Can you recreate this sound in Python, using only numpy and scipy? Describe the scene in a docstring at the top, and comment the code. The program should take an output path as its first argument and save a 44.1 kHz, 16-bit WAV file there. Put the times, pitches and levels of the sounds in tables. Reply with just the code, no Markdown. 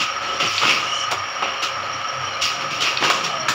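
"""A belt-driven paper folding machine runs in a small workshop, a step away from a mono phone microphone.
Throughout, trains of random impacts excite gears and frame, over hum lines, low rumble and a bearing whine.
Sheets rasp through the rollers as coloured crackle; two, 2.4 s apart, trip a latch of decaying metal modes.
Noise bursts clack the fold plate; the first sheet buckles in resonant snaps, then a belt squeals. Brief gliding
tones are slipping belts and paper; decaying noise gives the room's echo."""
import sys
import numpy as np
from scipy import signal
from scipy.fft import rfft, irfft
from scipy.io import wavfile
from scipy.ndimage import uniform_filter1d, map_coordinates

SR = 44100
rng = np.random.default_rng(int(sys.argv[2]) if len(sys.argv) > 2 else 0)


def unload_audio(sound):
    """Save the sound as a 16-bit wav file, at the path given as the first command line argument."""
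    columns = np.transpose(np.atleast_2d(sound))
    # keep every value between -1 and 1, then stretch to whole-number steps
    steps = np.round(np.clip(columns, -1, 1) * 32767)
    wavfile.write(sys.argv[1], SR, steps.astype(np.int16))


N = 156114


def undb(db):
    """Amplitude gain is the antilogarithm of a level in decibels."""
    return 10 ** (np.asarray(db) / 20)


def unit(x):
    """Normalise mean power: scale to rms 1."""
    return x / np.sqrt(np.mean(x ** 2))


def walk(rate):
    """Low-pass random modulation: levels held 1 / rate seconds, smoothed twice, scaled to rms 1."""
    hold = int(SR / rate)
    held = rng.standard_normal(N)[np.arange(N) // hold]
    return unit(uniform_filter1d(uniform_filter1d(held, hold), hold))


def clicks(rate, spread_db):
    """Shot noise: random contacts, rate per second on average, of either sign and uneven size."""
    happens = rng.random(N) < rate / SR
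    sign = rng.choice([-1, 1], N)
    size = undb(spread_db * np.clip(rng.standard_normal(N), -2, 2))
    return unit(happens * sign * size)


def colour(x, points):
    """Minimum-phase filtering through (Hz, dB) points, keeping the power of white noise."""
    hz, db = np.array(points).T
    size = 4096
    bins_hz = np.arange(size // 2 + 1) * SR / size
    gain = undb(np.interp(np.log(bins_hz + 1), np.log(hz), db))
    # folding the cepstrum onto positive time makes the filter causal
    cepstrum = irfft(np.log(gain))
    cepstrum[1:size // 2] *= 2
    cepstrum[size // 2 + 1:] = 0
    response = irfft(np.exp(rfft(cepstrum)))
    return signal.fftconvolve(x, response / np.linalg.norm(response))[:N]


def ring(x, hz, width_hz):
    """Band-pass resonance with steep sides, keeping the power of white noise."""
    band = [hz - width_hz / 2, hz + width_hz / 2]
    sos = signal.butter(2, band, "band", fs=SR, output="sos")
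    return signal.sosfilt(sos, x) * np.sqrt(SR / 2 / width_hz)


def shelves(x, bass_db, treble_db):
    """Shelving equalisation: zero-phase bands below 1010 Hz and above 3500 Hz are raised or lowered."""
    low = signal.sosfiltfilt(signal.butter(2, 1010, fs=SR, output="sos"), x)
    high = signal.sosfiltfilt(signal.butter(2, 3500, "high", fs=SR, output="sos"), x)
    return x + (undb(bass_db) - 1) * low + (undb(treble_db) - 1) * high


def envelope(t, attack, hold, release):
    """Transient amplitude: linear rise over attack, exponential fall from time hold onwards."""
    return np.clip(t / attack, 0, 1) * np.exp(-np.maximum(t - hold, 0) / release)


def drift(x, depth, rate):
    """Frequency modulation by uneven time: all frequencies wander by a relative rms depth."""
    return map_coordinates(x, [np.cumsum(1 + depth * walk(rate))], mode="mirror")


def running_gear(t):
    """Impact excitation: gear chatter, throbbing with each roller turn, rattles and rings the frame."""
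    # Spectrum of the rattle. Each row: frequency in Hz, relative level in dB per Hz.
    gear_colour = [(30, -39), (60, -25.5), (120, -25.5), (250, -17.5), (420, -15.5), (540, -8.5), (970, -6),
                   (1250, -4), (2240, -8), (3100, -6.5), (3650, -19.5), (4950, -18.5), (5600, -15.5),
                   (6100, -25), (7100, -27.5), (8000, -45), (9200, -47), (13500, -44.5), (15300, -50)]
    # Resonances of frame and rollers. Each row: frequency in Hz, width in Hz, level in dB, flutter in dB.
    frame_modes = [(547.5, 41, -43.5, 2), (694.8, 19, -46, -2), (800.3, 31, -49.5, 1),
                   (1185, 102, -38.5, 1.5), (1261, 95, -30.5, 3), (2248, 96, -42, 1.5),
                   (2938, 26, -42.5, 5.5), (3100, 38, -46.5, 5.5), (4220, 70, -48, 7)]
    roller_hz, roller_depth = 24.2, 0.026
    turn_phase = 2 * np.pi * np.cumsum(roller_hz * (1 + 0.0064 * walk(2.94))) / SR
    turn = 1 + roller_depth * np.cos(turn_phase)

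    def chatter():
        """Shot noise of tooth contacts, amplitude-modulated by the roller turn."""
        return clicks(3000, spread_db=3) * turn

    bass_churn_db = 2.5 * walk(14)
    rattle = undb(-30) * shelves(colour(chatter(), gear_colour), bass_churn_db, 0)
    frame = 0
    for hz, width, db, flutter_db in frame_modes:
        mode = ring(chatter(), hz, width) * undb(flutter_db * walk(110))
        frame = frame + undb(db) * unit(mode)
    return rattle + drift(frame, 0.00911, 25)


def bearing(t):
    """Narrow-band noise: a dry bearing's high whine comes in uneven beads and now and then flares."""
    # Bands of the whine. Each row: frequency in Hz, width in Hz, level before beads and flares in dB.
    whine_bands = [(5579, 150, -38.5), (5740, 120, -47.5), (9120, 170, -71)]
    # Moments of flaring. Each row: middle in seconds, gain in dB.
    flare_times = [(.372, 9), (.481, 12.5), (1.015, 10), (1.124, 13), (1.356, 6), (1.941, 10.5),
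                   (2.091, 10), (3.251, 13.5)]
    flare_s = 0.0076  # standard deviation of the bell-shaped flare
    whine = sum(undb(db) * unit(ring(rng.standard_normal(N), hz, width)) for hz, width, db in whine_bands)
    flares = sum(undb(db) * np.exp(-.5 * ((t - middle) / flare_s) ** 2) for middle, db in flare_times)
    beads = unit(undb(3 * walk(60)))
    return drift(whine, 0.0072, 40) * np.hypot(beads, flares)


def motor(t):
    """Additive synthesis: hum lines wavering in level and pitch over a rumble of coloured shot noise."""
    # Hum lines. Each row: mean frequency in Hz, rms level before wavering in dB.
    hum_lines = [(72, -61), (97, -60.5), (124.5, -58)]
    # Course of the rumble. Each row: time in seconds, level in dB before a 1 dB lift.
    rumble_course = [(0.0, -34.5), (0.1, -61), (0.4, -49), (0.44, -28.5), (0.58, -68), (0.64, -32.5),
                     (0.9, -51), (1.65, -58), (1.88, -44), (2.1, -54), (2.83, -39), (2.95, -60),
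                     (3.04, -35.5), (3.33, -48.5), (3.54, -37.5)]
    # Spectrum of the rumble. Each row: frequency in Hz, relative level in dB per Hz.
    rumble_colour = [(30, -49), (95, -8.5), (125, 2), (190, -5), (300, -1), (500, -12), (900, -15),
                     (3000, -62)]
    hum = 0
    for hz, db in hum_lines:
        level = undb(db + 7.7 * walk(12.96))
        phase = 2 * np.pi * np.cumsum(hz * (1 + 0.0223 * walk(13))) / SR
        hum = hum + level * np.sqrt(2) * np.sin(phase)
    rumble_db = 1 + np.interp(t, *np.array(rumble_course).T)
    return hum + undb(rumble_db) * colour(clicks(600, spread_db=0.8), rumble_colour)


def sheets(t):
    """Friction as shot noise: gripped paper crackles and rasps, its resonances drifting as it bends."""
    # Spectrum of the paper. Each row: frequency in Hz, relative level in dB per Hz.
    paper_colour = [(60, -50), (130, -19.5), (400, -3), (900, -8.5), (1250, 6.5), (1700, -9), (2850, 7),
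                    (3900, -6), (5500, -4), (7200, -14.5), (8200, -27.5), (11500, -32.5), (13800, -38),
                    (15200, -29)]
    # Rubbing on rollers and guides. Each row: start in seconds, hold in seconds,
    # level before the shelves in dB, bass shelf in dB, treble shelf in dB, release in seconds.
    rasp_times = [(-0.01, 0.037, -19.5, -6.5, 1, 0.034), (0.215, 0.14, -30.5, 6.5, -2, 0.046),
                  (0.393, 0.049, -18, 3, -2, 0.032), (0.451, 0.24, -28, -21, 7, 0.041),
                  (0.61, 0.051, -17, -2.5, -21, 0.027), (0.663, 0.061, -20, 0.5, 2.5, 0.087),
                  (1.418, 0.028, -24.5, 3, -12, 0.1), (1.618, 0.026, -22, 0.5, 4, 0.028),
                  (2.411, 0.028, -22, -30, 10.5, 0.055), (2.603, 0.014, -28.5, 6.5, 2, 0.036),
                  (2.7, 0.047, -28.5, -22, 2.5, 0.1), (2.802, 0.026, -19.5, -1, 4, 0.082),
                  (2.841, 0.033, -19, -13, -7, 0.028), (3.003, 0.021, -29, 15, 5, .02),
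                  (3.029, 0.032, -20.5, 8, 3.5, 0.057), (3.101, 0.018, -31, 14, 12, 0.098),
                  (3.233, 0.019, -23.5, 4, 4.5, 0.035)]
    crackle = drift(colour(clicks(3000, spread_db=0), paper_colour), 0.04, 50)
    rasps = 0
    for start, hold, db, bass_db, treble_db, release in rasp_times:
        stretch = np.roll(crackle, rng.integers(N))  # each rasp takes its own stretch of crackle
        rasp = shelves(stretch, bass_db, treble_db) * envelope(t - start, 0.009, hold, release)
        rasps = rasps + undb(db) * rasp
    return rasps


def squeaks(t):
    """Stick-slip tones: slipping belts and paper chirp and groan with gliding, wavering pitch."""
    # Each row: middle in seconds, frequency there before wavering in Hz, peak level in dB,
    # length (standard deviation) in seconds, relative glide per second.
    squeak_times = [(0.04, 119, -39.5, .03, 0.29), (1.115, 9050, -36, 0.0024, 0),
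                    (1.64, 11400, -49, 0.013, 0), (2.377, 2360, -27, 0.0098, 0.55),
                    (3.387, 651, -32.5, 0.099, -0.81), (3.264, 168, -34.5, 0.034, -0.75),
                    (3.445, 141.3, -41, 0.074, -0.41)]
    waver = 1 + 0.0062 * walk(140)
    out = 0
    for middle, hz, db, length, glide in squeak_times:
        bell = np.exp(-.5 * ((t - middle) / length) ** 2)
        phase = 2 * np.pi * np.cumsum(hz * (waver + glide * (t - middle))) / SR
        out = out + undb(db) * bell * np.sin(phase)
    return out


def latch(t):
    """Modal synthesis: decaying metal modes tick and briefly buzz as the sheet arrives."""
    # Trips of the latch. Each row: start in seconds, level in dB.
    latch_trips = [(.5788, -10.5), (2.9716, -12.5)]
    # Modes of the latch. Each row: frequency in Hz, decay in seconds, relative level in dB.
    latch_modes = [(2520, .004, -3), (2800, .003, -6), (3300, .002, -7), (3750, .0025, -5),
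                   (4380, .0035, -1), (4720, .002, -7)]
    attack_s, buzz_decay_s = 0.0016, 0.028
    out = 0
    for hz, decay, mode_db in latch_modes:
        buzz = undb(-19) * ring(rng.standard_normal(N), hz, width_hz=600)
        for start, db in latch_trips:
            since = t - start
            tick = np.sin(2 * np.pi * hz * since) * envelope(since, attack_s, attack_s, decay)
            buzzing = buzz * envelope(since, attack_s, 0, buzz_decay_s)
            out = out + undb(db + mode_db) * (tick + buzzing)
    return out


def clacks(t):
    """Impulse and noise through a filter: a hard crack, then the fold plate rattles for milliseconds."""
    # Fold plate and stops. Each row: start in seconds, level before the shelves in dB,
    # bass shelf in dB, treble shelf in dB, decay in seconds.
    clack_times = [(.633, -15, 1, -1, 0.011), (0.653, -16.5, 2, -1, 0.0057), (1.1093, -22, -3, -9, 0.0086),
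                   (1.114, -22.5, 2.5, 12.5, 0.015), (1.123, -18, 3, -6, 0.018), (1.424, -18, 6, -8, 0.011),
                   (3.0256, -8.5, -7, -20, 0.0077), (3.0458, -13.5, -9, -4, 0.011),
                   (3.1008, -9, -8, 1.5, 0.011), (3.484, -9.5, -21, -6, 0.0044),
                   (3.487, -18, -10, 11.5, 0.031)]
    # Spectrum of the plate. Each row: frequency in Hz, relative level in dB per Hz.
    plate_colour = [(60, -71), (150, -14), (500, -0.5), (1250, 7.5), (1900, -0.5), (3000, -2), (4200, -10),
                    (7000, -13), (8500, -29.5), (13500, -34.5), (15200, -30)]
    blows = 0
    for start, db, bass_db, treble_db, decay in clack_times:
        push = rng.standard_normal(N) * envelope(t - start, .0005, .001, decay)
        push[int(start * SR)] += undb(17.5)  # first contact, one sample
        blows = blows + undb(db) * shelves(push, bass_db, treble_db)
    return colour(blows, plate_colour)


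def buckle(t):
    """Resonators excited by shot noise: separate creases snap in the bending sheet."""
    # Times in seconds: start, hold, attack, release.
    buckle_times = (.672, 0.041, .02, 0.021)
    # Resonances of the sheet. Each row: frequency in Hz, width in Hz, level in dB.
    buckle_modes = [(2420, 530, -18), (2740, 450, -21), (4220, 2600, -29.5)]
    start, hold, attack, release = buckle_times
    creases = clicks(600, spread_db=0.5)
    snaps = sum(undb(db) * ring(creases, hz, width) for hz, width, db in buckle_modes)
    return envelope(t - start, attack, hold, release) * snaps


def squeal(t):
    """Stick-slip: a belt slips and squeals after the first sheet, giving a rough note of rising pitch."""
    # Times in seconds: start, hold, attack, release.
    squeal_times = (0.79, 0.25, 0.14, 0.008)
    # Partials before the rise. Each row: frequency in Hz, width in Hz, level in dB.
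    squeal_partials = [(2925, 200, -26), (5640, 160, -35.5), (5870, 1300, -36), (9100, 590, -57)]
    start, hold, attack, release = squeal_times
    rise_per_s = 0.28  # relative rise of the pitch
    note = sum(undb(db) * unit(ring(clicks(3000, 4.3), hz, width)) for hz, width, db in squeal_partials)
    catches = unit(undb(0.5 * walk(120)))
    note = drift(note, 0.013, 70) * catches
    # reading the note ever faster raises its pitch
    clock = t + rise_per_s * (t - start - hold / 2) ** 2 / 2
    rising = map_coordinates(note, [clock * SR], mode="mirror")
    return envelope(t - start, attack, hold, release) * rising


def workshop(x, t):
    """Diffuse reverberation: decaying noise stands for the walls' echo, quicker to fade in the treble."""
    echo_db, t60_s, treble_t60_s = -8, 0.57, 0.24
    noise = rng.standard_normal(N)
    low = signal.sosfilt(signal.butter(1, 3000, fs=SR, output="sos"), noise)
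    low_tail = low * np.exp(-np.log(1000) * t / t60_s)
    high_tail = (noise - low) * np.exp(-np.log(1000) * t / treble_t60_s)
    tail = (low_tail + high_tail) * np.clip(t / 0.01, 0, 1)
    echo = signal.fftconvolve(x, tail / np.linalg.norm(tail))[:N]
    return (x + undb(echo_db) * echo) / np.hypot(1, undb(echo_db))


def scene():
    """Superposition: the machine in its room plus the dry motor, the same in both channels."""
    t = np.arange(N) / SR
    running = running_gear(t) + bearing(t)
    paper = sheets(t) + squeaks(t) + buckle(t) + squeal(t)
    contacts = latch(t) + clacks(t)
    mono = motor(t) + workshop(running + paper + contacts, t)
    return np.array([mono, mono])


def record(dry):
    """Linear filtering: the phone's microphone hollows two narrow treble bands and cuts the top."""
    # Hollows in the response. Each row: frequency in Hz, width in Hz.
    port_notches = [(6300, 250), (8150, 510)]
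    depth, top_hz = 0.72, 15650
    for hz, width in port_notches:
        dry = dry - depth * signal.lfilter(*signal.iirpeak(hz, hz / width, fs=SR), dry)
    return signal.sosfilt(signal.ellip(10, .2, 80, top_hz, fs=SR, output="sos"), dry)


dry = scene()
out = record(dry)
unload_audio(out)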